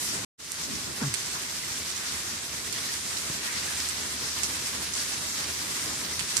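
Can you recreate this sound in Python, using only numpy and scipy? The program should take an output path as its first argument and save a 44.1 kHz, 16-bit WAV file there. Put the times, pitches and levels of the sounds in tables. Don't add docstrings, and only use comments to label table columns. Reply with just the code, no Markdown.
import sys
import numpy as np
from scipy import signal
from scipy.fft import rfft, irfft, next_fast_len
from scipy.io import wavfile
from scipy.ndimage import uniform_filter1d

SR = 44100
rng = np.random.default_rng(int(sys.argv[2]) if len(sys.argv) > 2 else 0)


def wrap_up_sound(samples):
    columns = np.atleast_2d(samples).T
    tamed = np.clip(columns, -1, 1)
    steps = np.round(tamed * 32767).astype(np.int16)
    wavfile.write(sys.argv[1], SR, steps)


def how_loud(loudness_db):
    steps = np.asarray(loudness_db, float) / 20
    return 10 ** steps


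N = 282240

# (time [s], pitch [Hz], level [dB])
MOTOR = [(0.0, 76, -59), (1.5, 76, -62), (1.75, 76, -55), (3.4, 76, -56), (3.8, 76, -48.5), (4.7, 76, -52),
         (5.07, 75.7, -51.5), (5.25, 77.4, -53.5), (6.4, 78, -51.5)]
# (time [s], level [dB])
TRAFFIC = [(0.03, -45), (0.15, -45.5), (0.24, -39.5), (0.55, -53.5), (0.68, -44), (0.85, -46), (2.1, -48),
           (2.9, -46), (4.1, -46.5), (4.55, -44), (5.0, -48.5), (5.9, -43), (6.39, -46)]
# (time [s], level [dB])
SHOWER = [(0.03, -38), (0.21, -36), (0.62, -38), (0.68, -38.5), (1.55, -36.5), (1.86, -36), (2.2, -36.5),
          (2.65, -37.5), (2.76, -35.5), (2.93, -35), (3.45, -36), (3.77, -33.5), (3.99, -36), (4.27, -37),
          (4.41, -35.5), (5.4, -35), (6.23, -36), (6.39, -33.5)]
# (frequency [Hz], correlation [-1 to 1])
LIKENESS = [(60, 0.83), (130, 1), (290, 0.91), (640, 0.92), (1410, -0.027), (3100, -0.14), (6820, -0.24),
            (15000, 1)]
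# (start [s], length [s], settled rate [Hz], level [dB])
CREAK = [
    (1.017, 0.013, 207.5, -29),
    (1.031, 0.055, 135.6, -32),
    (1.089, 0.046, 106, -42),
]
# (multiple of the slip rate [1], level [dB])
CREAK_OVERTONES = [(2, -10), (3, -19), (4, -16)]
# (time [s], peak [dB], pitch [Hz], decay by 60 dB [s])
KNOCKS = [
    (3.2995, -19, 150, .025),
]
# (time [s], rms level [dB], centre [Hz], length [s])
SPLASHES = [(0.04, -27.5, 11600, 0.059), (0.645, -34, 6450, 0.016), (0.725, -33.5, 238, 0.036),
            (0.76, -40, 6500, 0.018), (0.9, -39, 317, 0.023), (1.028, -37, 800, 0.024),
            (1.03, -31.5, 1330, 0.021), (1.361, -36, 1250, 0.019), (2.049, -39, 1490, 0.064),
            (3.504, -34.5, 2000, 0.067), (3.583, -33, 4350, 0.028), (3.706, -38, 1590, 0.036),
            (3.822, -36, 6500, 0.01), (6.205, -34.5, 3000, 0.007), (1.023, -37, 600, 0.018),
            (4.269, -34.5, 5400, 0.078), (4.449, -29, 6000, 0.015), (4.496, -38, 4030, 0.008),
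            (3.25, -51, 3000, 0.01), (5.092, -48, 3300, 0.01), (0.096, -35, 5100, 0.035),
            (0.849, -49, 228, 0.06)]
# (time [s], peak [dB], pitch
# [Hz], decay by 60 dB [s])
BUBBLES = [(1.0265, -25, 1590, .03), (1.139, -27, 2150, .02), (1.634, -25, 2060, 0.023),
           (1.774, -27, 3400, .02), (2.6745, -30, 1980, .025), (2.762, -26, 1800, .012),
           (2.761, -25, 5900, .015), (1.352, -28, 1400, .03), (1.366, -28, 1000, .04),
           (2.7833, -24.5, 3360, .03), (2.889, -30, 1810, .07), (2.938, -29, 5900, 0.036),
           (3.682, -31, 1650, .09), (3.7725, -26, 2360, .02), (3.8012, -22, 1880, .015),
           (3.8015, -19, 6750, .012), (3.810, -20, 5300, 0.013), (3.8875, -18, 11400, .006),
           (5.1803, -32, 3780, 0.018), (5.8248, -26, 2000, .025), (6.1356, -27, 1980, .025),
           (6.1985, -25, 3400, .015), (6.2037, -24, 3070, .025), (3.8925, -15, 8600, .015),
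           (3.896, -17, 7500, .015)]
# (time [s], peak [dB], pitch [Hz], echo [dB])
FAINT_DRIPS = [(0.4174, -33, 4010, -3.5), (0.636, -25, 4530, 1), (1.067, -25, 6680, 4),
               (1.4894, -33, 6520, -5), (1.8996, -25, 6540, 4), (1.9622, -21, 6670, 4),
               (3.1705, -17.5, 4600, 1), (3.5813, -32, 5190, -3), (4.937, -15, 7050, 1),
               (5.4396, -28, 4630, 8), (6.048, -20, 4570, 0), (0.7540, -21, 6320, -3),
               (2.7175, -35, 4700, -7), (5.427, -23, 5410, 0), (1.141, -23, 3500, 6),
               (4.434, -18, 2700, -8), (4.4364, -20, 5800, -12), (6.194, -18, 4800, -7),
               (6.1937, -17, 2600, -5), (1.1408, -24, 1800, -8), (2.7264, -13, 11500, -6),
               (6.3690, -8.5, 5200, -20)]
# (time [s], peak [dB], pitch [Hz], echo [dB], extra path by the far wall [m])
LOUD_DRIPS = [
    (.5196, -11, 12000, -12, 3.43),
    (1.1407, -7, 9500, -4, 2.47),
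    (2.7262, -19, 4700, -1, 2.57),
    (3.8018, -17.5, 5300, -8, 2.92),
    (3.8880, -12, 8500, -9, 2.85),
    (4.4340, -8, 7600, -5, 3.33),
    (6.1938, -16, 8800, 4, 3.53),
    (6.3684, -4.5, 8000, -1, 3.43),
]
# (delay [s], level [dB])
REFLECTIONS = [
    (.0009, -4),
    (.0017, -9),
    (.0045, 0),
]
# (time [s], treble [dB])
LEFT_TREBLE = [(0.0, 4), (0.3, 14), (0.4, 1.5), (1.5, -3.5), (2.8, -2.5), (3.2, -1), (4.5, 0.5), (6.0, 3),
               (6.39, 6)]
# (frequency [Hz], gain [dB])
LEFT_PORT = [(30, -37.5), (68, -3), (400, -6), (500, -12), (620, -27.5), (760, -23.5), (900, -7.5),
             (2000, 0.5), (2900, -5), (4600, 1.5), (5900, 3.5), (7600, -3.5), (10300, -11.5), (13500, -30)]
RIGHT_PORT = [(30, -33.5), (68, -4.5), (240, -4), (450, -8.5), (640, -7), (850, -7), (2500, -2),
              (6200, 0.2), (8000, 3.5), (10000, -0.5), (12300, -8), (14300, -6.5)]


def rms_one(x):
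    return x / np.sqrt(np.mean(x ** 2) + 1e-20)


def in_time(rows):
    s, *columns = np.transpose(rows)
    return [np.interp(np.arange(N) / SR, s, column) for column in columns]


def at_hz(points, hz):
    curve_hz, value = np.transpose(points)
    return np.interp(np.log(hz + 1), np.log(curve_hz), value)


def split_off(x, order, hz, kind):
    return signal.sosfilt(signal.butter(order, hz, kind, fs=SR, output="sos"), x)


def ring(clicks, hz, t60):
    r, w = how_loud(-60 / (t60 * SR)), 2 * np.pi * hz / SR
    return signal.lfilter([0, np.sin(w)], [1, -2 * r * np.cos(w), r * r], clicks + 1e-18)


def smooth_chance(shape, sizes):
    field = rng.standard_normal(shape)
    for axis, size in enumerate(sizes):
        for _ in range(2):
            field = uniform_filter1d(field, size, axis=axis)
    return rms_one(field)


def motor_hum(wobble_db):
    hz, level_db = in_time(MOTOR)
    wobble = wobble_db * smooth_chance((N,), (3000,))
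    return np.sqrt(2) * how_loud(level_db + wobble) * np.sin(2 * np.pi * np.cumsum(hz) / SR)


def far_field(gusts_db, patchy_db, flicker_db):
    gusts_from_hz = 870
    mid, side = rfft(rng.standard_normal((2, N)))
    alike = np.clip(at_hz(LIKENESS, np.fft.rfftfreq(N, 1 / SR)), -.99, .99)
    pair = irfft(np.sqrt(1 + alike) * mid + np.sqrt(1 - alike) * side * [[1], [-1]], N)
    cells = signal.stft(pair, nperseg=512)[2]
    shape = cells.shape[1:]
    hz = np.linspace(0, SR / 2, shape[0])[:, None]
    swell = gusts_db * smooth_chance((1, shape[1]), (1, 5)) * np.clip(hz / gusts_from_hz, 0, 1)
    swell = swell + patchy_db * smooth_chance(shape, (20, 9))
    swell = swell + flicker_db * smooth_chance(shape, (40, 2))
    return rms_one(signal.istft(cells * how_loud(swell), nperseg=512)[1][:, :N])


def patter(per_s, spread_db, cycles):
    sizes = how_loud(spread_db * np.minimum(rng.exponential(1, N), 4)) * rng.choice([-1, 1], N)
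    density = how_loud(3 * smooth_chance((N,), (1500,)))
    born = rng.random(N) < per_s * density / SR
    dealt = rng.integers(0, 16, N)
    sides = how_loud(rng.normal(0, 2.1, N) * [[1], [-1]])
    drops = sides * sizes * born
    out = np.zeros((2, N))
    for k, hz in enumerate(np.geomspace(3000, 13500, 16)):
        out += ring(drops * (dealt == k), hz, cycles / hz)
    return rms_one(out)


def grip():
    overshoot, settle_s, edge_s = .18, .013, .005
    t, level = np.arange(N) / SR, 0
    slips_hz = np.full(N, CREAK[0][2] * (1 + overshoot))
    for s, length_s, hz, level_db in CREAK:
        settling_hz = hz * (1 + overshoot * np.exp(-np.abs(t - s) / settle_s))
        slips_hz = np.where(t < s, slips_hz, settling_hz)
        to_edge_s = np.minimum(t - s, s + length_s - t)
        level = level + how_loud(level_db + 6.5) * np.clip(.5 + to_edge_s / edge_s, 0, 1)
    unsteady = 1 + .03 * smooth_chance((N,), (150,))
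    phase = 2 * np.pi * np.cumsum(slips_hz * unsteady) / SR
    overtones = sum(how_loud(db) * np.cos(k * phase) for k, db in CREAK_OVERTONES)
    out = np.sqrt(2) * level * (np.cos(phase) + overtones)
    for s, peak_db, hz, t60 in KNOCKS:
        click = np.zeros(N)
        click[round(s * SR)] = how_loud(peak_db)
        out += ring(click, hz, t60)
    return out


def splashes():
    width_share = 0.42
    out = np.zeros((2, N))
    for s, level_db, hz, length_s in SPLASHES:
        near = np.arange(max(int((s - .3) * SR), 0), min(int((s + .3) * SR), N))
        white = rng.standard_normal((2, len(near)))
        swell = how_loud(level_db) * np.exp(-.5 * ((near / SR - s) / length_s) ** 2)
        t60 = np.log(1000) / np.pi / (width_share * hz)
        out[:, near] += swell * rms_one(ring(white, hz, t60))
    return out


def bubbles():
    rise_per_s, attack_s = 2.8, 0.0011
    out, age = np.zeros(N + 4410), np.arange(4410) / SR
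    for s, peak_db, hz, t60 in BUBBLES:
        tone = np.sin(2 * np.pi * hz * age * (1 + .5 * rise_per_s * age))
        at = round(s * SR)
        out[at:at + len(age)] += tone * how_loud(peak_db - 60 * age / t60) * (1 - np.exp(-age / attack_s))
    return out[:N]


def drip_paths(echo_db, far_m, length):
    path, far_s = np.zeros(length), far_m / 343
    path[0] = 1
    for delay_s, wall_db in REFLECTIONS + [(far_s, -3), (far_s + .0008, -7)]:
        share = .3 if delay_s < .002 else 1
        path[int(delay_s * SR)] = how_loud(wall_db + echo_db * share) * rng.choice([-1, 1])
    return path


def drips(cycles, snap_db, spray_db, spray_t60):
    usual_far_m, left_lag_s = 5.2, 0.00016
    pan = how_loud(-10 * np.array([[.5], [-.5]]))
    out, age = np.zeros((2, N + 8820)), np.arange(4410) / SR
    for s, peak_db, hz, echo_db, far_m in LOUD_DRIPS + [(*row, usual_far_m) for row in FAINT_DRIPS]:
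        path = drip_paths(echo_db, far_m, len(age))
        bubble = ring(path, hz, cycles / hz) + .2 * ring(path, .68 * hz, cycles / hz)
        snap = how_loud(snap_db) * (hz / 9500) ** 2 * np.diff(path, prepend=0)
        spray = rng.standard_normal((2, len(age))) * how_loud(spray_db + echo_db - 60 * age / spray_t60)
        drip = split_off(bubble + snap + spray, 2, .4 * hz, "high") * how_loud(peak_db) * pan
        for side, lag_s in enumerate((left_lag_s, 0)):
            at = round((s + lag_s) * SR)
            out[side, at:at + len(age)] += drip[side]
    return out[:, :N]


def port(x, points):
    size = next_fast_len(N + 8192)
    log_gain = np.log(how_loud(at_hz(points, np.fft.rfftfreq(size, 1 / SR))))
    cepstrum = irfft(log_gain, size)
    cepstrum[1:size // 2] *= 2
    cepstrum[size // 2 + 1:] = 0
    return irfft(rfft(x, size) * np.exp(rfft(cepstrum)), size)[:N]


def shift_treble(left):
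    high = signal.butter(2, 9600, "high", fs=SR, output="sos")
    treble = signal.sosfiltfilt(high, left)
    return left + (how_loud(in_time(LEFT_TREBLE)[0]) - 1) * treble


def drop_weak_treble(x):
    treble_hz, mid_low_hz, mid_high_hz = 9300, 2000, 3600
    threshold_db = np.reshape([-75.5, -79.5], (2, 1, 1))
    hz, _, cells = signal.stft(x, SR, nperseg=2048)
    hz = hz[:1024, None]
    power = np.mean(np.abs(cells[:, :1024].reshape(2, 128, 8, -1)) ** 2, axis=2)
    limit_db = threshold_db + 2.5 * smooth_chance(power.shape, (1, 2, 3))
    limit_db = limit_db + 2.5 * smooth_chance((1, 1, power.shape[2]), (1, 1, 3))
    empty = np.repeat(power < how_loud(2 * limit_db), 8, axis=1) & (hz > treble_hz)
    starved = smooth_chance((1,) + empty.shape[1:], (1, 3, 3)) > 1.95
    empty |= starved & (hz > mid_low_hz) & (hz < mid_high_hz)
    cells[:, :1024][empty] = 0
    return signal.istft(cells, SR, nperseg=2048)[1][:, :N]


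def drop_out():
    cut_s, cut_fade_s, return_s, return_fade_s = .2484, .0013, .376, .026
    held_db, held_until_s, recover_s = -7, 0.42, 0.12
    t = np.arange(N) / SR
    before = np.clip(1 - (t - cut_s) / cut_fade_s, 0, 1) ** 2
    fade = np.clip((t - return_s) / return_fade_s, 0, 1) ** 2
    low_db = held_db * np.clip(1 - (t - held_until_s) / recover_s, 0, 1)
    return before + fade * how_loud(low_db)


def scene():
    (hiss_db,), (rumble_db,) = in_time(SHOWER), in_time(TRAFFIC)
    far = far_field(gusts_db=1.06, patchy_db=0.87, flicker_db=0.26)
    split_hz = 656
    rumble = -how_loud(rumble_db + 21.5) * split_off(far, 2, split_hz, "low")
    hiss = split_off(far, 2, split_hz, "high")
    drops = how_loud(-9) * patter(per_s=1200, spread_db=2.0, cycles=3.5)
    rain = how_loud(hiss_db + 6.5) * (hiss + drops)
    near = how_loud(1.5) * drips(cycles=8.0, snap_db=1.5, spray_db=-24, spray_t60=.25)
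    return motor_hum(wobble_db=1.2) + rumble + rain + grip() + splashes() + bubbles() + near


def roll_off(x):
    return signal.sosfilt(signal.butter(12, 15620, fs=SR, output="sos"), x)


def record(dry):
    ports = np.array([shift_treble(port(dry[0], LEFT_PORT)), port(dry[1], RIGHT_PORT)])
    low_pass = signal.ellip(12, .5, 60, 14250, fs=SR, output="sos")
    thinned = drop_weak_treble(signal.sosfilt(low_pass, ports))
    top = 2.5
    mix = top * np.tanh(thinned / top) * drop_out()
    return roll_off(mix)


dry = scene()
out = record(dry)
wrap_up_sound(out)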